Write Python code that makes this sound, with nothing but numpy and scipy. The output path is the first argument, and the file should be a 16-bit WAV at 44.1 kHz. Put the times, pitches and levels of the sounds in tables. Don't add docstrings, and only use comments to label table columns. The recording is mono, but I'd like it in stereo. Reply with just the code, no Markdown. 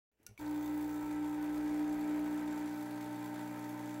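import sys
import numpy as np
from scipy import signal
from scipy.fft import rfft, irfft
from scipy.io import wavfile
from scipy.ndimage import uniform_filter1d

SR = 44100
rng = np.random.default_rng(int(sys.argv[2]) if len(sys.argv) > 2 else 0)


def natural_amplitude(level_db):
    exponent = np.asarray(level_db, float) / 20
    return 10 ** exponent


def bounce(signal):
    frames = np.transpose(np.atleast_2d(signal))
    limited = np.clip(frames, -1, 1)
    pcm = np.round(limited * 32767).astype(np.int16)
    wavfile.write(sys.argv[1], SR, pcm)


N = 176400
START_S = .116
MAINS_HZ, PUMP_ON_S = 60.02, 0.3883


def at(points, x, log=False):
    p, f = np.array(points, float), np.log if log else np.asarray
    return [np.interp(f(x), f(p[:, 0]), column) for column in p.T[1:]]


def unit(x):
    return x / np.sqrt(np.mean(x ** 2) + 1e-20)


def drift(rate):
    r = np.exp(-80 * np.pi * rate / SR)
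    noise = rng.standard_normal(N // 40 + 2002)
    slow = signal.lfilter([1], [1, -2 * r, r * r], noise)[2000:]
    return np.interp(np.arange(N) / 40, np.arange(len(slow)), unit(slow))


def filtered(x, order, hz, kind):
    return signal.sosfilt(signal.butter(order, hz, kind, fs=SR, output="sos"), x)


def resonance(x, hz, width_hz):
    r = np.exp(-np.pi * width_hz / SR)
    return signal.lfilter([1, 0, -1], [1, -2 * r * np.cos(2 * np.pi * hz / SR), r * r], x)


# f/Hz, left-right likeness
CHANNEL_LIKENESS = [(60, 0.66), (300, 0.85), (600, 0.64), (1200, 0.14), (3000, 0.027), (15000, 0.048)]


def stereo(hz, pair):
    alike = np.clip(at(CHANNEL_LIKENESS, hz, log=True)[0], 0, 1)
    return np.sqrt(1 + alike) * pair[0] + np.sqrt(1 - alike) * pair[1] * [[1], [-1]]


def coloured(spectrum, low_hz, high_hz, patchy_db):
    out, white = 0, rng.standard_normal((2, 2, N))
    edges = np.geomspace(low_hz, high_hz, int(2 * np.log2(high_hz / low_hz)) + 1)
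    for k, (low, high) in enumerate(zip(edges, edges[1:])):
        hz = np.sqrt(low * high)
        pair = filtered(white[k % 2], 2, [low, high], "band")
        level_db = at(spectrum, hz, log=True)[0] + patchy_db * drift(4.6)
        out = out + natural_amplitude(level_db) * stereo(hz, pair)
    return unit(out)


# f/Hz, level/dB per Hz
ROOM_SPECTRUM = [(40, -8), (75, 0), (150, -7), (320, -3), (800, -11), (1200, -22), (2000, -13), (3500, -26),
                 (15800, -27)]
# t/s, level/dB
ROOM_FADE = [(.116, -85), (.17, -83), (.2, -75), (.24, -70), (.3, -69), (.36, -74), (.5, -70)]


def room_tone(t):
    return natural_amplitude(at(ROOM_FADE, t)[0]) * coloured(ROOM_SPECTRUM, 37.3, 17700, patchy_db=3)


# t/s, level/dB
HAND_RUMBLE = [(.12, -95), (.36, -95), (.44, -73), (.6, -77), (.9, -84), (1.04, -68.5), (1.2, -71),
               (2.6, -73), (4, -88)]


def hand_rumble(t):
    low = filtered(rng.standard_normal((2, N)), 4, [40, 68.5], "band")
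    return natural_amplitude(at(HAND_RUMBLE, t)[0]) * stereo(60, unit(low))


def kitchen(x):
    t60_s, wall_cut_hz = .26, 5000
    t = np.arange(SR // 2) / SR
    noise = signal.lfilter(*signal.butter(1, wall_cut_hz, fs=SR), rng.standard_normal((2, len(t))))
    tail = noise * natural_amplitude(-60 * t / t60_s) * (t > .003)
    tail = tail / np.sqrt(np.sum(tail ** 2) / 2)
    return signal.fftconvolve(x[None], tail, axes=1)[:, :N]


def strike(where, gains, hz, t60_s):
    clicks = np.full(N, 1e-18)
    clicks[where] = gains
    r, w = natural_amplitude(-60 / (t60_s * SR)), 2 * np.pi * hz / SR
    return signal.lfilter([0, np.sin(w)], [1, -2 * r * np.cos(w), r * r], clicks)


def crack(where, level_db):
    t60_s = .035
    clicks = np.full(N, 1e-18)
    clicks[where] = natural_amplitude(level_db - 19)
    pulses = uniform_filter1d(clicks, size=40, origin=-20) * 20
    envelope = signal.lfilter([1], [1, -natural_amplitude(-60 / (t60_s * SR))], pulses)
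    return filtered(envelope * rng.standard_normal(N), 2, 4500, "high")


def scrape():
    start_s, t60_s, level_db = .2305, .045, -66
    since = np.arange(N) / SR - start_s
    burst = natural_amplitude(level_db - 60 * np.abs(since) / t60_s) * (since > 0) * rng.standard_normal(N)
    return filtered(burst, 2, 6000, "high")


# t/s, steel level/dB, switch level/dB, thud level/dB
CONTACTS = [
    (.2655, -52, -68, -74),
    (.290, -76, -72, -60),
    (.310, -90, -80, -63),
    (.377, -74, -51, -76),
    (.402, -90, -80, -60),
]
# f/Hz, level/dB, t60/s
STEEL_MODES = [(1443, -9, .08), (1800, -16, .05), (2410, -14, .05), (2750, -11, .05), (4800, -20, .015),
               (5800, 1, .014), (6150, 0, .014), (7930, -5, .012), (10150, 2, .014), (10700, 1, .012),
               (11600, -4, .012), (13500, -12, .01)]
SWITCH_MODES = [(1020, -16, .05), (2272, 0, .05), (2480, -12, .03), (3564, -18, .012)]
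THUD_MODES = [(109, 5, .14), (215, 1, 0.06), (412, -5, .06), (790, -9, 0.04)]
# t/s, f/Hz, level/dB
SMALL_TICKS = [(0.2, 310, -65), (.197, 5600, -80), (.205, 5300, -82), (.19, 2000, -80),
               (.232, 12300, -72), (.283, 3400, -68), (.463, 3800, -52), (.4655, 4350, -49),
               (.48, 6400, -59), (.487, 6400, -59), (.578, 8200, -54)]


def lever():
    out, rows = np.zeros(N), np.array(CONTACTS)
    where = (rows[:, 0] * SR).astype(int)
    for column, body in enumerate((STEEL_MODES, SWITCH_MODES, THUD_MODES)):
        for hz, db, t60_s in body:
            late = rng.integers(0, 40, len(rows))
            gains = natural_amplitude(rows[:, column + 1] + db + 3.5 + rng.normal(0, 1, len(rows)))
            ring = strike(where + late, gains, hz, t60_s)
            soft = int(min(.003, .3 / hz) * SR) if body is THUD_MODES else 1
            out += uniform_filter1d(ring, size=soft, origin=(soft - 1) // 2)
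    for s, hz, db in SMALL_TICKS:
        out += strike(int(s * SR), natural_amplitude(db), hz, 25 / hz)
    return out + scrape() + crack(where, rows[:, 1])


# t/s, stage (0 filling, 1 building, 2 full)
BACK_PRESSURE = [(.4, 0), (1.3, .1), (1.7, .8), (2.45, 1.14), (2.8, 1.6), (3.1, 2), (4, 2)]
RETURN_PHASE = .31


def puffs(t):
    stroke_phase, decay_s, spread_db, bed = 0.57, 0.0055, 3, 0.39
    cycle = t * MAINS_HZ - stroke_phase + 1
    strength = natural_amplitude(spread_db * np.clip(rng.standard_normal(300), -2, 1.5))[cycle.astype(int)]
    burst = strength * np.exp(-(cycle % 1) / MAINS_HZ / decay_s)
    return unit(bed + uniform_filter1d(burst, size=110))


def buzz(modes, gate):
    out = 0
    for hz, width_hz, db in modes:
        x = unit(resonance(gate * rng.standard_normal(N), hz, max(width_hz, 70)))
        pan_db, lag = rng.normal(1, 1), rng.integers(-2, 3)
        sides = np.array([natural_amplitude(pan_db) * x, natural_amplitude(-pan_db) * np.roll(x, lag)])
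        out = out + natural_amplitude(db + 1.6 * drift(13.0)) * np.sqrt(width_hz / 100) * sides
    return out


# f/Hz, width/Hz, level/dB
TRAY_MODES = [(3320, 90, -2), (3630, 100, -1), (5930, 100, -5), (6440, 130, -2), (7480, 350, -4),
              (8240, 250, -4), (10600, 300, -4), (11100, 200, -4), (12600, 350, -4)]
LOOSE_MODES = [(11400, 250, -2), (12400, 300, -2.5), (13600, 200, 0), (14200, 250, -3), (15500, 250, 3)]


def fittings(t, puff):
    loose_end_s = 1.085
    loose = natural_amplitude(-71) / (1 + np.exp(np.clip((t - loose_end_s) / .01, -50, 50)))
    return natural_amplitude(-74) * buzz(TRAY_MODES, puff) + loose * buzz(LOOSE_MODES, puff)


# f/Hz, level/dB per Hz
HISS_SPECTRUM = [(1470, -31), (2500, -1), (2720, -9), (3590, -4), (5120, -4), (7480, -4), (8720, -7.5),
                 (10900, -3.5), (15800, -3)]


def water(t, puff):
    near_share, near_s, level_db, filling_db = .35, .006, -60, -1.5
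    hiss = coloured(HISS_SPECTRUM, 2430, 16600, patchy_db=1.74)
    near = rng.standard_normal((2, 600)) * np.exp(-np.arange(600) / SR / near_s)
    reflected = unit(signal.fftconvolve(np.roll(hiss[:1], 9000), near, axes=1)[:, :N])
    hiss = np.sqrt(1 - near_share) * hiss + np.sqrt(near_share) * reflected
    empty = np.clip(1 - 2 * at(BACK_PRESSURE, t)[0], 0, 1)
    return puff * natural_amplitude(level_db + filling_db * empty) * natural_amplitude([[.8], [-.8]]) * hiss


# f/Hz, width/Hz, level/dB
CASE_MODES = [(298, 86, -58.5), (613, 51, -63.5), (800, 19, -66.5), (919, 80, -58), (1350, 280, -68.5),
              (1613, 175, -62), (1880, 300, -62.5), (2303, 240, -64)]
# f/Hz, level/dB per Hz
SHAKE_SPECTRUM = [(35, -57), (60, -8), (241, -11), (298, 7), (357, 10), (908, -15), (1160, -18), (1530, 11),
                  (3000, -45), (3900, -71), (6600, -120)]
# t/s, level/dB
RATTLE_EFFORT = [(.4, -57.5), (.5, -59), (1.2, -58), (2.2, -55.5), (2.65, -56), (2.85, -58), (3.4, -57),
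                 (4, -57.5)]


def rattle(t, puff):
    throb = 1 + 0.23 * np.cos(4 * np.pi * (MAINS_HZ * t - RETURN_PHASE))
    gate = (1 + 0.3 * (puff - 1)) * throb
    since = t - PUMP_ON_S
    dry_db = 4 * np.exp(-np.abs(since) / 0.72)
    out = 0
    for hz, width_hz, db in CASE_MODES:
        pair = unit(resonance(gate * rng.standard_normal((2, N)), hz, width_hz))
        level_db = db + 0.45 * drift(11) + (850 < hz < 1000) * dry_db
        out = out + natural_amplitude(level_db) * natural_amplitude([[.5], [-.5]]) * stereo(hz, pair)
    surge_db = 12 * np.exp(-np.maximum(since, 0) / 0.062)
    out = out + natural_amplitude(-64 + surge_db) * coloured(SHAKE_SPECTRUM, 66, 2560, patchy_db=-2.5) * gate
    return out * natural_amplitude(at(RATTLE_EFFORT, t)[0] + 55 + .7 * drift(12))


def start_phase(k):
    free = rng.uniform(0, 2 * np.pi)
    if k < 6.5:
        return .7
    return free if k < 12.5 else -2 * np.pi * k * RETURN_PHASE


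# f/Hz, left-right level/dB, left lead/rad
TONE_PLACE = [(60, 2.5, .15), (120, 0, .4), (180, .7, .1), (240, -4, .3), (300, 2.4, 0), (420, 2.4, .3),
              (540, -1.5, .4), (600, 2, .3), (660, -3.5, .3), (780, -7.5, .4), (840, -11, 2.5),
              (900, -.5, 1.4), (960, -6, -1.1), (1300, 0, .5)]


def tone_pair(t, hz, db, wander_rad):
    pan_db, lead = at(TONE_PLACE, hz, log=True)
    turn = 2 * np.pi * hz * t + start_phase(hz / MAINS_HZ) + wander_rad
    sides = np.sin(turn + np.array([[lead / 2], [-lead / 2]]))
    return np.sqrt(2) * natural_amplitude(db) * natural_amplitude([[pan_db / 2], [-pan_db / 2]]) * sides


# t/s, level/dB
PANEL_LEVEL = [(.4, -44), (.46, -39), (.75, -38), (1.05, -39.5), (1.22, -37), (1.55, -36.5), (1.8, -35),
               (2.0, -36.5), (2.15, -36.5), (2.29, -36.5), (2.45, -39), (2.65, -39), (2.75, -42.5),
               (3.3, -44), (4, -44.5)]
# harmonic number, filling level/dB, building level/dB, full level/dB
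CASE_HARMONICS = [(1, -64.5, -63.5, -85), (2, -58.5, -64, -54.5), (3, -61, -55.5, -56.5),
                  (4, -73, -55.5, -56), (6, -64, -60.5, -83), (7, -63, -58.5, -64.5), (8, -67, -68, -81),
                  (9, -64.5, -63.5, -67), (10, -68.5, -64, -58.5), (11, -70, -61, -75.5),
                  (12, -80, -78, -75), (13, -61, -57, -59), (14, -66.5, -64, -72), (15, -55, -55.5, -55.5),
                  (16, -64.5, -68, -66.5)]
# harmonic number, level/dB
UPPER_HARMONICS = [(17, -69.5), (21, -71), (22, -67.5), (25, -68.5), (26, -70), (33, -72)]


def hum(t):
    load = at(BACK_PRESSURE, t)[0]
    out = tone_pair(t, 5 * MAINS_HZ, at(PANEL_LEVEL, t)[0] + 0.85 * drift(14), .08 * drift(6))
    for k, *stages_db in CASE_HARMONICS:
        k = round(k)
        db = np.interp(load, np.arange(3), stages_db) + np.sqrt(k / 5) * drift(1.58)
        out = out + tone_pair(t, k * MAINS_HZ, db, 0.053 * k * drift(1.58))
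    for k, db in UPPER_HARMONICS:
        out = out + tone_pair(t, round(k) * MAINS_HZ, db + 4 * drift(8), 1.5 * drift(10))
    return out


def pump(t):
    puff = puffs(t)
    running = 1 - np.exp(-np.maximum(t - PUMP_ON_S, 0) / 0.016)
    flowing = np.clip((t - .376) / 0.02, 0, 1) ** .5
    return running * (hum(t) + rattle(t, puff)) + flowing * (water(t, puff) + fittings(t, puff))


def scene():
    t = np.arange(N) / SR
    hits = lever()
    background = room_tone(t) + hand_rumble(t)
    return (background + hits + natural_amplitude(-11) * kitchen(hits) + pump(t)) * (t > START_S)


def low_pass(x):
    return signal.sosfilt(signal.butter(12, 16620, fs=SR, output="sos"), x)


def record(dry):
    passed = np.fft.rfftfreq(N, 1 / SR) < 15780
    mix = irfft(rfft(dry) * passed, N) * (np.arange(N) > START_S * SR)
    return low_pass(mix)


dry = scene()
out = record(dry)
bounce(out)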